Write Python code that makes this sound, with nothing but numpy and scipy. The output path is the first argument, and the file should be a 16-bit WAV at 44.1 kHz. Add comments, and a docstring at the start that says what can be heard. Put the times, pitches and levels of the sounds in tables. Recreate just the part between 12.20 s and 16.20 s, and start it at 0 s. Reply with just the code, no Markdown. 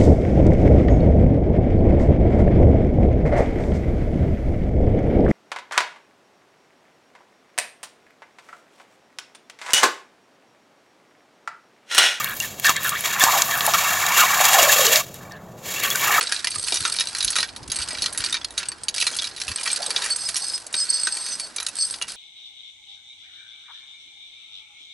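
"""Sand crumbled into water

Hands crumble a block of dry, gritty sand over a plastic tub of muddy water, close up. Fine grains
hiss on the surface and trap small bubbles; clumps plop, crumbs plink, grit ticks, and the last
handful gurgles in. The pour stops short, the water settles, and a new block starts to crumble."""
import sys
import numpy as np
from scipy import signal
from scipy.fft import rfft, irfft, next_fast_len
from scipy.io import wavfile
from scipy.ndimage import uniform_filter1d

SR = 44100
rng = np.random.default_rng(int(sys.argv[2]) if len(sys.argv) > 2 else 0)


def master(y):
    """Save y as 16-bit WAV."""
    cut = np.clip(np.atleast_2d(y).T, -1, 1)
    pcm = np.round(cut * 32767)  # scale
    wavfile.write(sys.argv[1], SR, pcm.astype(np.int16))


N = 176400
TIME = np.arange(N) / SR


def amp(db):
    """Decibels to gain."""
    return 10 ** (np.asarray(db) / 20)

def unit(x):
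    """x scaled to rms 1."""
    return x / np.sqrt(np.mean(x ** 2) + 1e-20)

def steady(x, window=4000):
    """A leveller: rides x towards rms 1 over a window of samples."""
    power = np.abs(uniform_filter1d(x ** 2, window))
    return x / np.sqrt(power + power.mean() / 100)

def curve(rows, column, times=TIME):
    """One column of a table as an automation curve."""
    rows = np.asarray(rows)
    return np.interp(times, rows[:, 0], rows[:, column])

def flutter(per_s, depth_db):
    """A random level flutter in dB."""
    knots = np.clip(rng.standard_normal(2048), -1.3, 1.3)
    return depth_db * np.interp(TIME * per_s, np.arange(2048), knots)

def random_gains(count, spread_db):
    """Gains scattered around unity."""
    return amp(spread_db * np.clip(rng.standard_normal(count), -2, 2))

def add(track, start, sound):
    """Mix a sound in at start seconds."""
    part = track[max(round(start * SR), 0):][:len(sound)]
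    part += sound[:len(part)]

def filtered(x, response):
    """x through a complex frequency response."""
    size = 2 * next_fast_len(N // 2 + SR // 8)
    return irfft(rfft(x, size) * response(np.fft.rfftfreq(size, 1 / SR)), size)[..., :N]

def coloured(x, eq):
    """x through a minimum-phase EQ curve, at rms 1."""
    def response(hz):
        eq_hz, eq_db = np.transpose(eq)
        gain = amp(np.interp(np.log(hz + 1), np.log(eq_hz), eq_db))
        cepstrum = irfft(np.log(gain))
        half = len(cepstrum) // 2
        cepstrum[1:half] *= 2
        cepstrum[half + 1:] = 0
        return np.exp(rfft(cepstrum))
    return unit(filtered(x, response))

def bubbles(births, hz, length, size=1000, decay_cycles=9.7, rise_per_decay=0.015):
    """A cloud of bubbles, each ringing as a damped, slightly rising sine."""
    t = np.arange(size) / SR
    cycles = hz[:, None] * t
    age = cycles / decay_cycles
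    gain = random_gains(len(births), spread_db=2.5) * np.sqrt(hz)
    tone = np.sin(2 * np.pi * cycles * (1 + rise_per_decay * np.minimum(age, 10) / 2))
    envelope = np.minimum(cycles, 1) * np.exp(-age) * (1 - t / t[-1])
    index = (np.maximum(births, 0) * SR).astype(int)[:, None] + np.arange(size)
    return np.bincount(index.ravel(), (gain[:, None] * tone * envelope).ravel(), length)[:length]


# EQ of the outdoor bed: (frequency [Hz], relative level [dB])
RUMBLE_EQ = [(25, -5), (60, -4.5), (120, 4.5), (190, 4), (260, -5), (600, -2), (1200, -13.5), (3000, -30),
             (16000, -47)]

def rumble(level_db):
    """A bed of low outdoor noise."""
    return amp(level_db) * coloured(rng.standard_normal(N), RUMBLE_EQ)

def rubbing(start=3.26, centre_hz=488, end_db=-40.5):
    """A dull scrape swells as the palms grip and turn the new block."""
    octave = [centre_hz / np.sqrt(2), centre_hz * np.sqrt(2)]
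    scrape = signal.lfilter(*signal.butter(2, octave, "band", fs=SR), rng.standard_normal(N))
    grip = np.maximum(TIME - start, 0)
    return amp(end_db) * unit(scrape) * np.sqrt(grip / grip[-1])

# Fingers squeezing the block: (start [s], end [s], level [dB])
FINGER_SQUEEZES = [(0, .27, -36.5), (0.63, 0.711, -27.5), (1.25, 1.493, -30.5), (3.634, 4, -32)]

def crumbling(cracks_per_s=1400, decay_s=0.00069, bright_hz=13700):
    """A rustle of tiny bright cracks as the fingers break the dry crust."""
    snaps = (rng.random(N) < cracks_per_s / SR) * random_gains(N, spread_db=4)
    envelope = signal.fftconvolve(snaps, np.exp(-TIME[:400] / decay_s))[:N]
    cracks = envelope * rng.standard_normal(N)
    rustle = unit(signal.lfilter(*signal.iirpeak(bright_hz, Q=2.5, fs=SR), cracks))
    return rustle * sum(amp(db) * ((TIME >= start) & (TIME < end)) for start, end, db in FINGER_SQUEEZES)

# Low thuds on the tub: (time [s], relative level [dB])
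BUMP_HITS = [(0.495, -16.5), (1.038, -11.5), (2.427, -15.5)]

def bumps(body_hz=243):
    """Heavy lumps give the tub a dull push."""
    out = np.zeros(N)
    age = 2 * np.pi * body_hz * TIME[:4000]
    for start, db in BUMP_HITS:
        add(out, start, amp(db) * (1 - age) * np.exp(-age))
    return out

# Ticks on the surface: (time [s], level [dB], ring [Hz])
GRIT_TICKS = [(.044, -13, 12000), (0.2016, -14.5, 7000), (0.398, -18, 13000), (0.445, -18.5, 4070),
              (0.467, -11.5, 6300), (0.494, -10, 6600), (0.565, -16.5, 7000), (.693, -12.5, 8500),
              (0.808, -16.5, 11000), (0.997, -13.5, 11800), (1.038, -4, 7000), (1.2201, -6.5, 6500),
              (1.408, -17.5, 3180), (1.465, -10, 11600), (1.537, -13, 5730), (1.865, -13.5, 6950),
              (2.253, -8, 6840), (2.333, -9, 7550), (2.43, -9, 6770), (2.667, -9, 6100),
              (2.758, -8.5, 5600), (2.943, -26, 11000), (3.121, -32.5, 5700), (3.636, -15, 12600),
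              (3.703, -14, 6700), (3.757, -13.5, 7360)]

def grit(crack_db=-7.5, low_cut_hz=4300):
    """Each bit of grit lands with a sharp crack and a brief, high ring."""
    out, t = np.zeros(N), TIME[:1200]
    for start, db, ring_hz in GRIT_TICKS:
        crack, ring = rng.standard_normal((2, len(t)))
        crack = unit(np.tanh(signal.lfilter(*signal.butter(1, low_cut_hz, "high", fs=SR), crack)))
        ring = steady(signal.lfilter(*signal.iirpeak(ring_hz, Q=5, fs=SR), ring), window=100)
        decay_s = .0028 * amp(0.31 * db)  # louder bits rattle longer
        add(out, start, amp(db) * (ring + amp(crack_db) * crack) * np.exp(-t / decay_s))
    return out

# Crumbs dropping in: (time [s], pitch [Hz], level [dB])
CRUMB_PLINKS = [(.002, 1206, -27.5), (0.203, 2760, -28.5), (1.006, 3470, -21.5), (2.396, 2820, -20),
                (2.494, 1680, -20.5), (2.676, 2920, -22), (2.805, 1145, -34.5), (3.561, 2630, -33.5),
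                (3.636, 2280, -28.5), (3.71, 3340, -28), (3.752, 1493, -21.5), (3.98, 1260, -17)]

def plinks(swell_s=.0035, rise_per_s=2):
    """A crumb traps one bubble, which swells, rings and rises a little in pitch."""
    out, t = np.zeros(N), TIME[:1800]
    envelope = t / swell_s * np.exp(1 - t / swell_s)
    for start, hz, db in CRUMB_PLINKS:
        cycles = hz * t * (1 + rise_per_s * t / 2) + rng.random()
        add(out, start, amp(db) * envelope * np.sin(2 * np.pi * cycles))
    return out

# Clumps dropping in: (time [s], length [s], pitch [Hz], glide [octaves], level [dB])
CLUMP_PLOPS = [(0.059, 0.1, 1555, -0.067, -39.5), (0.226, 0.029, 1810, -0.27, -39.5),
               (0.446, 0.049, 1707, -0.23, -24.5), (0.485, 0.021, 1172, -0.53, -24),
               (0.56, 0.012, 1910, -0.29, -29.5), (0.646, 0.052, 1458, -0.34, -30.5),
               (0.717, 0.036, 1264, 0.18, -33.5), (0.749, 0.03, 1940, 0.37, -35),
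               (1.015, 0.0098, 1640, -0.11, -26), (1.064, 0.046, 1032, 0.32, -24.5),
               (1.138, 0.041, 820, -1.02, -28), (1.309, .085, 1560, -0.66, -33.5),
               (1.475, 0.0152, 790, 0.0051, -24), (1.537, 0.017, 1243, 0.062, -21.5),
               (1.982, 0.076, 1240, -0.64, -22), (2.201, 0.027, 778, 0.081, -26),
               (2.725, 0.055, 2030, 0.31, -33), (3.109, 0.083, 1650, -0.24, -53),
               (3.928, 0.059, 1890, -0.054, -31)]

def clumps(count=40, fade_s=.009, small_db=-9):
    """Each clump traps a cluster of bubbles whose pitch glides, with smaller ones an octave above."""
    out = np.zeros(N)
    for start, length, pitch_hz, glide, db in CLUMP_PLOPS:
        t = TIME[:int((length + 4 * fade_s) * SR)]
        slots = (np.arange(count) + rng.random(count)) / count
        births = (slots - slots[0]) * t[-1]
        glide_octaves = glide * (np.minimum(births / length, 1) - .5)
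        big_hz = pitch_hz * 2 ** (0.071 * rng.standard_normal(count) + glide_octaves)
        big = steady(bubbles(births, big_hz, len(t)), window=500)
        small_hz = 2 * big_hz * 2 ** (0.323 * rng.standard_normal(count))
        small = steady(bubbles(births, small_hz, len(t)), window=500)
        release = np.exp(-np.maximum(t - 0.76 * length, 0) / fade_s)
        add(out, start, amp(db) * (big + amp(small_db) * small) * release)
    return out

# Air dragged under by the last handful: (time [s], pitch [Hz], relative level [dB])
PLUME_GURGLE = [(2.27, 840, -37), (2.36, 730, -16), (2.42, 580, -23), (2.5, 582, -24.5), (2.54, 578, -35),
                (2.6, 526, -20.5), (2.65, 443, -27.5), (2.7, 497, -23), (2.795, 680, -31),
                (2.825, 626, -55)]

def plume(count=220, scatter_octaves=0.078):
    """Big bubbles gurgle lower as the plume deepens, and higher as it thins."""
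    births = rng.uniform(PLUME_GURGLE[0][0], PLUME_GURGLE[-1][0], count)
    hz = curve(PLUME_GURGLE, 1, births) * 2 ** (scatter_octaves * rng.standard_normal(count))
    return steady(bubbles(births, hz, N, size=1800), window=1500) * amp(curve(PLUME_GURGLE, 2))

# Fader moves of the pour: (time [s], hiss level [dB], bubbling level [dB])
POUR_FADERS = [(0, -29.5, -38), (.1, -42, -38.5), (.19, -38, -57), (.225, -31, -51), (.37, -40.5, -66),
               (.425, -39, -58), (.45, -26, -54), (.505, -26, -32), (.535, -34, -45), (.61, -36, -39),
               (.67, -30.5, -44), (.73, -35.5, -41), (.833, -33, -49), (.841, -27.5, -36),
               (.98, -30.5, -33), (1.02, -23.5, -26), (1.07, -23, -32.5), (1.18, -23.5, -30.5),
               (1.26, -30, -38.5), (1.46, -27.5, -32), (1.531, -27, -38), (1.545, -24.5, -34),
               (1.67, -24.5, -31), (1.82, -28.5, -31), (1.93, -25, -26.5), (1.995, -17, -32),
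               (2.08, -26, -28.5), (2.22, -21, -28.5), (2.38, -18.5, -27.5), (2.73, -19.5, -35.5),
               (2.812, -25, -38.5), (2.831, -40, -63), (2.935, -48.5, -86), (2.955, -41, -75),
               (3.005, -47.5, -52), (3.2, -60, -56), (3.36, -55.5, -64), (3.425, -45.5, -65),
               (3.46, -34, -53), (3.57, -29.5, -44.5), (3.62, -30.5, -39), (3.635, -28.5, -31),
               (3.73, -31.5, -41), (3.8, -27.5, -36), (3.87, -26, -28.5), (4, -25, -26)]
# EQ of the sand hiss: (frequency [Hz], relative level [dB])
HISS_EQ = [(150, -27), (550, -6), (2500, -1.5), (4500, -4.5), (5600, 1.5), (6300, 5), (7150, 9.5),
           (8200, -3), (9300, -4.5), (11500, 2.5), (13000, 2.5), (15800, -1)]

def sand(wash_db=2):
    """Grains strike the water one by one; the heavier the pour, the more they merge into a wash."""
    level_db = curve(POUR_FADERS, 1)
    grains_per_s = 9000 * np.exp(0.8 * (level_db + 27))  # 9000 with the fader at -27 dB
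    strikes = (rng.random(N) < grains_per_s / SR) * rng.choice([-1, 1], N)
    grains = steady(strikes * random_gains(N, spread_db=4))
    hiss = coloured(grains + amp(wash_db) * rng.standard_normal(N), HISS_EQ)
    return hiss * amp(level_db + flutter(per_s=90, depth_db=3.5))

# Tuning of the bubbling, lower for bigger bubbles: (time [s], typical pitch [Hz])
BUBBLE_TUNING = [(0, 1690), (.8, 1904), (1.1, 1208), (2.75, 1455), (2.9, 970), (3.12, 1160), (3.35, 790),
                 (3.57, 2344), (3.9, 1395)]

def bubbling(count=4600, scatter_octaves=0.522):
    """The sand drags air under: a crowd of small, short-lived bubbles."""
    births = rng.uniform(0, N / SR, count)
    detune = scatter_octaves * np.clip(rng.standard_normal(count), -1.7, 2)
    crowd = steady(bubbles(births, curve(BUBBLE_TUNING, 1, births) * 2 ** detune, N))
    return crowd * amp(curve(POUR_FADERS, 2) + flutter(per_s=60, depth_db=1.5))

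# Resonances of the air in the tub: (frequency [Hz], bandwidth [Hz], level over the direct sound [dB])
TUB_MODES = [(707, 200, 4), (1140, 184, 6.5), (1761, 178, 8), (2278, 113, 9), (2736, 156, 9),
             (3295, 223, 9.5), (3776, 91, 13), (4310, 52, 13.5), (4827, 25, 6.5)]

def tub(x):
    """The direct sound plus the short ring between the water and the tub's wall."""
    def response(f):
        return 1 + sum(amp(db) * 1j * f * width / (hz * hz - f * f + 1j * f * width)
                       for hz, width, db in TUB_MODES)
    return filtered(x, response)

def stereo_side(x, widest_db=-31.5, duck_above_db=-42):
    """A faint 10 ms stereo smear, turned down as the pour's fader rises."""
    taps = SR // 100
    smear = signal.fftconvolve(x, unit(rng.standard_normal(taps)) / np.sqrt(taps))[:N]
    return smear * amp(widest_db - np.maximum(curve(POUR_FADERS, 1) - duck_above_db, 0))

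def scene():
    """The stereo mix: water ringing in the tub, dry hands above it, the rumble beneath."""
    water = sand() + bubbling() + clumps() + plinks() + amp(-6.5) * plume() + grit() + amp(4) * bumps()
    foreground = tub(water) + crumbling() + rubbing()
    mid = foreground + rumble(level_db=-42.5)
    side = rumble(level_db=-64.5) + stereo_side(foreground)
    return np.array([mid + side, mid - side])

def record(dry, low_cut_hz=40, top_hz=15850):
    """The master chain: a gentle low cut, a clip at full scale and a brick-wall high cut."""
    thinned = signal.lfilter(*signal.butter(1, low_cut_hz, "high", fs=SR), dry)
    return filtered(np.clip(thinned, -1, 1), lambda hz: hz <= top_hz)


dry = scene()
out = record(dry)
master(out)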